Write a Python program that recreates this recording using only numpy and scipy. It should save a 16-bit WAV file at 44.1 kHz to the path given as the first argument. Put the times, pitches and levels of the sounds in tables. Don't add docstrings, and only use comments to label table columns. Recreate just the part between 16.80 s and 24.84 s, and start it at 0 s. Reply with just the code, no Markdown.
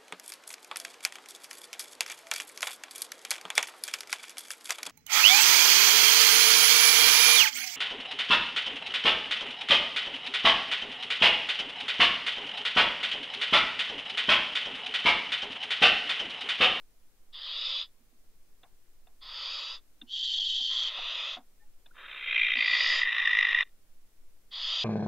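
import sys
import numpy as np
from scipy import signal
from scipy.fft import rfft, irfft, next_fast_len
from scipy.io import wavfile
from scipy.ndimage import uniform_filter1d

SR = 44100
rng = np.random.default_rng(int(sys.argv[2]) if len(sys.argv) > 2 else 0)


def to_wav(sig):
    pcm = np.clip(np.atleast_2d(sig), -1, 1) * 32767
    pcm = np.round(pcm).astype(np.int16)
    wavfile.write(sys.argv[1], SR, pcm.T)


N = 354519
T = np.arange(N) / SR

# pitch_hz, level_db (per Hz)
RUMBLE = [(1, -15.5), (6, 3), (17, -10), (25, -22), (35, -23), (55, -33), (120, -41), (400, -42.5),
          (900, -51.5), (2500, -57.5), (8000, -91.5)]
RUMBLE_DB, MIC_HISS_DB = -52.5, -71.5
UNSHARED_RUMBLE_DB = -14
EDGE_HZ = 15750

# start_s, length_s, crest_level_db, swell_db (up to the crest), crest_place (0-1),
# lowest_factor (on the Hz of the lowest resonance), low_db (below 2.8 kHz), hollow_db (0.9-1.5 kHz),
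# ring_db (4.3-5.3 kHz), top_db (above 5.3 kHz)
HISSES = [(.52, .565, -32.8, 15.5, .72, .96, -6.3, -6, -3, -6.5),
          (2.404, .611, -36.9, 15, .51, .92, -2, 2.5, 3.3, 3),
          (3.885, .725, -35.3, 10.5, .74, .98, 1.5, 1.8, -10, -1.5),
          (5.752, .523, -30.1, 15, .6, 1, -.5, 0, 4, 5),
          (7.704, .56, -30.5, 13.5, .53, 1.05, -4.8, -5.5, .5, 4.5)]
# pitch_hz, width_hz, level_db, narrow_db (added while the beak is narrow)
HISS_THROAT = [(613, 235, -19.5, -5), (1187, 470, -14.5, 0.5), (1958, 480, -15.5, 2.5),
               (2604, 360, -7.5, -10.5), (3010, 270, -7.5, -5.5), (3349, 250, -2, -1),
               (3677, 332, -2.5, -4), (4100, 300, -16, 0.5), (4589, 340, -9.5, 0), (4884, 350, -7.5, -5),
               (5630, 190, -21.5, -3.5), (6244, 280, -25.5, -6), (6760, 370, -30, -4.5),
               (7360, 250, -41.5, -2.5)]
# delay_s, level_db
HISS_BOUNCES = [(.003085, -17), (.00382, -21), (.006705, -17), (.007505, -17)]
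HISS_ATTACK_S, HISS_RELEASE_S, HISS_SAG_DB = .028, .07, 7
BEAK_OPENS_S, BEAK_CLOSES_S = .22, .09
BRIGHTENS_DB_PER_S, THROAT_RISES_PER_S = 15, .03
THROAT_DRIFT, THROAT_DRIFT_HZ = .012, 7

# start_s, floor_thump_db, board_db, claw_tick_db (peaks)
KNOCKS = [(1.189, -66.5, -83, -80), (1.32, -65, -76, -80), (1.831, -84, -53, -49.5),
          (2.268, -78.5, -57, -54.5), (3.213, -49, -62.5, -35), (3.584, -75, -51.5, -51),
          (3.794, -57, -51, -55), (4.18, -68, -38.5, -52), (4.565, -53, -36.5, -54), (5.058, -73, -60, -48),
          (5.75, -46.5, -48.5, -59)]
# pitch_hz, width_hz, level_db
FLOOR_MODES = [(243, 35, 1), (297, 78, -11)]
# pitch_hz, width_hz, level_db
BOARD_MODES = [(450, 390, -7.5), (734, 170, 4.5), (980, 200, -0.5), (1240, 310, -10), (1709, 1000, -11)]
# pitch_hz, width_hz, level_db
TICK_MODES = [(1670, 500, -12.5), (2750, 350, -6), (3550, 420, -1)]

# start_s, length_s, crest_level_db, swell_db (up to the crest), crest_place (0-1)
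SHRIEK = (3.261, .864, -30.3, 9.5, .42)
# pitch_hz, width_hz, level_db
SHRIEK_THROAT = [(950, 450, -43.5), (1880, 400, -37), (2768, 370, -34.5), (3055, 180, -15), (3160, 160, 0),
                 (3397, 400, -6), (3880, 81, -8.5), (4350, 260, -14), (4610, 130, -15.5),
                 (5040, 250, -21.5), (5510, 180, -24.5), (6030, 280, -25), (6640, 500, -32.5),
                 (7300, 300, -43.5), (7430, 180, -32)]
# delay_s, level_db
SHRIEK_BOUNCES = [(.003685, -10), (.00612, -15), (.00767, -17), (.009185, -17)]
SHRIEK_ATTACK_S, SHRIEK_RELEASE_S, SHRIEK_SAG_DB = .095, .045, 2.5
SHRIEK_SCOOP, SHRIEK_SCOOP_S = .08, .055

# start_s, length_s, start_hz, end_hz, peak_db
SQUEAKS = [(4.786, 0.069, 1760, 1845, -67), (4.8, .07, 830, 850, -70), (5.107, 0.015, 1290, 1600, -55)]

# time_s, level_db (before the trims in rasp), snap_share (of the power, 0-1)
RASP = [(5.12, -54, .02), (5.46, -38.3, .13), (5.56, -26.7, .3), (5.76, -27.8, .45), (6.33, -28.8, .32),
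        (6.58, -24.5, .62), (6.69, -26, .7), (6.73, -27.3, .1), (6.842, -31.5, .05)]
# time_s, beat_hz
FLUTTER = [(5.12, 63.15), (5.55, 58.81), (5.85, 55.75), (6.2, 51.64), (6.4, 55.34), (6.6, 50.58),
           (6.84, 50.61)]
# pitch_hz, width_hz, breathy_db, open_db, full_db
RASP_THROAT = [(544.4, 294, -3.5, -31.5, -37), (1158, 424, 6, -33.5, -21.5), (1680, 510, 7.5, -18, -32),
               (1930, 165, -9, -1, 1.5), (2404, 280, -4, 2, -13.5), (2764, 360, -3, -14, -13),
               (3203, 140, 0.5, -3.5, -17.5), (3643, 300, 2, -9, -10.5), (5060, 550, -44.5, -49.5, -35.5),
               (5590, 480, -57, -40, -44.5), (6115, 190, -55, -49, -42)]
# time_s, level_db
SNAPS = [(6.218, -18), (6.234, -16.5), (6.384, -16.5), (6.458, -14.5), (6.476, -13.5), (6.590, -11.5),
         (6.630, -15), (6.749, -14), (6.789, -14.3), (6.809, -13)]
RASP_ATTACK_S, RASP_RELEASE_S = .095, .013
STRAIN_BUILDS_S, STRAIN_BEND = 1.13, .8
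RASP_SINK_HZ = 135


def gain_of(db):
    return 10 ** (np.asarray(db) / 20)


def evened(x):
    return x / np.sqrt(np.mean(x ** 2) + 1e-20)


def add(mix, s, sound):
    part = mix[round(s * SR):][:len(sound)]
    part += sound[:len(part)]


def curves(rows):
    s, *columns = np.transpose(rows)
    t = np.arange(s[0], s[-1], 1 / SR)
    return [t] + [np.interp(t, s, column) for column in columns]


def wander(size, hz):
    n = next_fast_len(2 * size)
    f = np.fft.rfftfreq(n, 1 / SR)
    smooth = np.exp(-(f / hz) ** 2)
    return evened(irfft(rfft(rng.standard_normal(n)) * smooth, n)[:size])


def resonate(x, hz, width):
    turn = np.exp(2j * np.pi * np.cumsum(hz * np.ones(len(x))) / SR)
    r = np.exp(-2 * np.pi * width / SR)
    smoothed = signal.sosfilt([[1 - r, 0, 0, 1, -r, 0]] * 4, x / turn + 1e-18)
    return 2 * (turn * smoothed).real


def throat(air, resonances):
    sound = sum((-1) ** k * gain_of(db) * resonate(air, hz, width)
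                for k, (hz, width, db) in enumerate(resonances))
    power = sum(gain_of(db) ** 2 * width for hz, width, db in resonances)
    return sound / np.sqrt(2 * power / SR)


def turbulence(size, rough_db, rough_hz):
    puffs = gain_of(rough_db * wander(size, rough_hz))
    return evened(rng.standard_normal(size) * puffs)


def edges(t, attack_s, release_s):
    opening = np.sin(np.pi / 2 * np.minimum((t - t[0]) / attack_s, 1))
    closing = np.minimum((t[-1] - t) / release_s, 1)
    return (opening * closing) ** 2


def arch(length, crest_db, swell_db, crest, sag_db):
    t = T[:int(length * SR)]
    u, crest = t / length, np.clip(crest, .1, .9)
    before_db = swell_db * (1 - u / crest) ** 2
    after_db = sag_db * ((u - crest) / (1 - crest)) ** 2
    return t, gain_of(crest_db - np.where(u < crest, before_db, after_db))


def reflect(sound, bounces):
    out = np.concatenate([sound, np.zeros(SR // 50)])
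    for delay_s, db in bounces:
        add(out, delay_s, gain_of(db) * sound)
    return out


def night():
    hz, db = np.transpose(RUMBLE)
    f = np.fft.rfftfreq(N, 1 / SR)
    shape = gain_of(np.interp(np.log(f + .01), np.log(hz), db))
    return gain_of(RUMBLE_DB) * evened(irfft(rfft(rng.standard_normal(N)) * shape, N))


def hiss(s, length, crest_db, swell_db, crest, lowest, low_db, hollow_db, ring_db, top_db):
    t, push = arch(length, crest_db, swell_db, crest, HISS_SAG_DB)
    opening = 1.3 - t / BEAK_OPENS_S
    closing = 1 - (length - t) / BEAK_CLOSES_S
    narrow = np.clip(np.maximum(opening, closing), 0, 1)
    bright_db = top_db + BRIGHTENS_DB_PER_S * (t - length / 2)
    rise = 1 + THROAT_RISES_PER_S * (t - length / 2)
    resonances = []
    for hz, width, db, narrow_db in HISS_THROAT:
        if 900 < hz < 1500:
            lift_db = hollow_db
        elif hz < 2800:
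            lift_db = low_db
        elif hz < 4300:
            lift_db = 0
        elif hz < 5300:
            lift_db = ring_db
        else:
            lift_db = bright_db
        drift = THROAT_DRIFT * wander(len(t), THROAT_DRIFT_HZ)
        centre = hz * (rise + drift) * (lowest if hz < 900 else 1)
        resonances.append((centre, width, db + lift_db + narrow * narrow_db))
    air = turbulence(len(t), rough_db=-0.32, rough_hz=158.4)
    sound = evened(throat(air, resonances))
    return s, reflect(push * edges(t, HISS_ATTACK_S, HISS_RELEASE_S) * sound, HISS_BOUNCES)


def walls(x, wet_db=-33, t60=0.19, echo_s=.066, echo_db=-42):
    t = T[:SR // 3]
    tail = rng.standard_normal(len(t)) * gain_of(-60 * t / t60)
    tail *= gain_of(wet_db) / np.linalg.norm(tail)
    tail[round(echo_s * SR)] += gain_of(echo_db)
    return signal.oaconvolve(x, tail)[:N]


def ring(modes, rise_s, fade_s):
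    t = T[:SR // 4]
    scuff = rng.standard_normal(len(t)) * (1 - np.exp(-t / rise_s)) * np.exp(-t / fade_s)
    sound = throat(scuff, modes)
    return sound / abs(sound).max()


def knock(s, thump_db, board_db, tick_db):
    thump = gain_of(thump_db) * ring(FLOOR_MODES, rise_s=0.00068, fade_s=0.01856)
    board = gain_of(board_db) * ring(BOARD_MODES, rise_s=.0015, fade_s=0.017)
    tick = gain_of(tick_db) * ring(TICK_MODES, rise_s=.003, fade_s=0.0038)
    return s, thump + board + tick


def shriek(s, length, crest_db, swell_db, crest, waver=0.014, top_hz=3900):
    t, push = arch(length, crest_db, swell_db, crest, SHRIEK_SAG_DB)
    air = turbulence(len(t), rough_db=3.7, rough_hz=70)
    tension = 1 + waver * wander(len(t), hz=25) - SHRIEK_SCOOP * np.exp(-t / SHRIEK_SCOOP_S)
    resonances = [(hz * (tension if hz < top_hz else 1), width, db) for hz, width, db in SHRIEK_THROAT]
    sound = evened(throat(air, resonances))
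    power = uniform_filter1d(uniform_filter1d(sound ** 2, size=300), size=200)
    whistle = evened(sound / np.sqrt(abs(power) + 0.27))
    return s, reflect(push * edges(t, SHRIEK_ATTACK_S, SHRIEK_RELEASE_S) * whistle, SHRIEK_BOUNCES)


def squeak(s, length, start_hz, end_hz, db):
    hz = np.linspace(start_hz, end_hz, int(length * SR))
    return s, gain_of(db) * np.hanning(len(hz)) * np.sin(2 * np.pi * np.cumsum(hz) / SR)


def rasp(snap_db=9.6, rush_top_db=-2, snap_top_db=4, rush_db=1):
    t, level_db, snap_share = curves(RASP)
    strain = 2 * np.minimum((t - t[0]) / STRAIN_BUILDS_S, 1) ** STRAIN_BEND
    snap_share = np.clip(snap_share, 1e-4, .9)
    turns = np.cumsum(np.interp(t, *np.transpose(FLUTTER))) / SR
    depth = .5 * np.minimum(strain, 2.3 - strain).clip(0, 1)
    chop = 1 + depth * np.cos(2 * np.pi * turns)
    air = evened(chop * turbulence(len(t), rough_db=2.1, rough_hz=151.2))
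    resonances = [(hz, width, np.interp(strain, np.arange(len(dbs)), dbs)) for hz, width, *dbs in RASP_THROAT]
    main = 3
    hz, width, db = resonances[main]
    resonances[main] = (hz + RASP_SINK_HZ * np.minimum(2 - strain, 1), width, db)

    def brightened(top_db):
        push_db = 0.8 * np.maximum(level_db - level_db.max(), -5) + 1.8
        return [(hz, width, db + (np.mean(hz) > 4500) * (top_db + push_db)) for hz, width, db in resonances]

    rush_gain = gain_of(level_db + rush_db) * np.sqrt(1 - snap_share)
    rush = rush_gain * throat(air, brightened(rush_top_db))
    rattle_db = level_db + 10 * np.log10(snap_share) + snap_db
    rattle = snaps(t, turns, rattle_db, brightened(snap_top_db))
    return t[0], (rush + rattle) * edges(t, RASP_ATTACK_S, RASP_RELEASE_S)


def snaps(t, turns, snap_db, resonances, spread_db=1.0, length_s=0.0017, smear=0.54):
    beats = np.flatnonzero(np.diff(np.floor(turns)))
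    chance = rng.standard_normal((len(beats), 2))
    hard_s = np.transpose(SNAPS)[0]
    rows = []
    for i, (late, loud) in zip(beats, chance):
        if abs(hard_s - t[i]).min() > .008:
            rows.append((t[i] + .0015 + .0006 * late, snap_db[i] + spread_db * loud))
    rows = rows + SNAPS
    swell = sum(gain_of(db) * np.exp(-.5 * np.minimum(((t - s) / length_s) ** 2, 60)) for s, db in rows)
    tones = 0
    for hz, width, db in resonances:
        jitter = smear * (np.mean(hz) / 2000) ** 2 * wander(len(t), hz=112.4)
        phase = 2 * np.pi * np.cumsum(hz * np.ones(len(t))) / SR
        tones = tones + gain_of(db) * np.cos(phase + jitter)
    return swell * tones / np.sqrt(sum(gain_of(db) ** 2 for hz, width, db in resonances))


def scene():
    box = np.zeros(N)
    for row in HISSES:
        add(box, *hiss(*row))
    for row in KNOCKS:
        add(box, *knock(*row))
    add(box, *shriek(*SHRIEK))
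    for row in SQUEAKS:
        add(box, *squeak(*row))
    add(box, *rasp())
    own_rumble = gain_of(UNSHARED_RUMBLE_DB) * np.array([night(), night()])
    return box + walls(box) + night() + own_rumble


def record(dry, mic_hz=7600):
    heard = signal.oaconvolve(dry, signal.firwin(201, mic_hz, fs=SR)[None], "same")
    hiss_gain = gain_of(MIC_HISS_DB) * np.sqrt(SR / 2 / EDGE_HZ)
    heard = heard + hiss_gain * rng.standard_normal(dry.shape)
    edge = signal.firwin(511, EDGE_HZ, window=("kaiser", 9), fs=SR)
    return signal.oaconvolve(heard, edge[None], "same")


dry = scene()
out = record(dry)
to_wav(out)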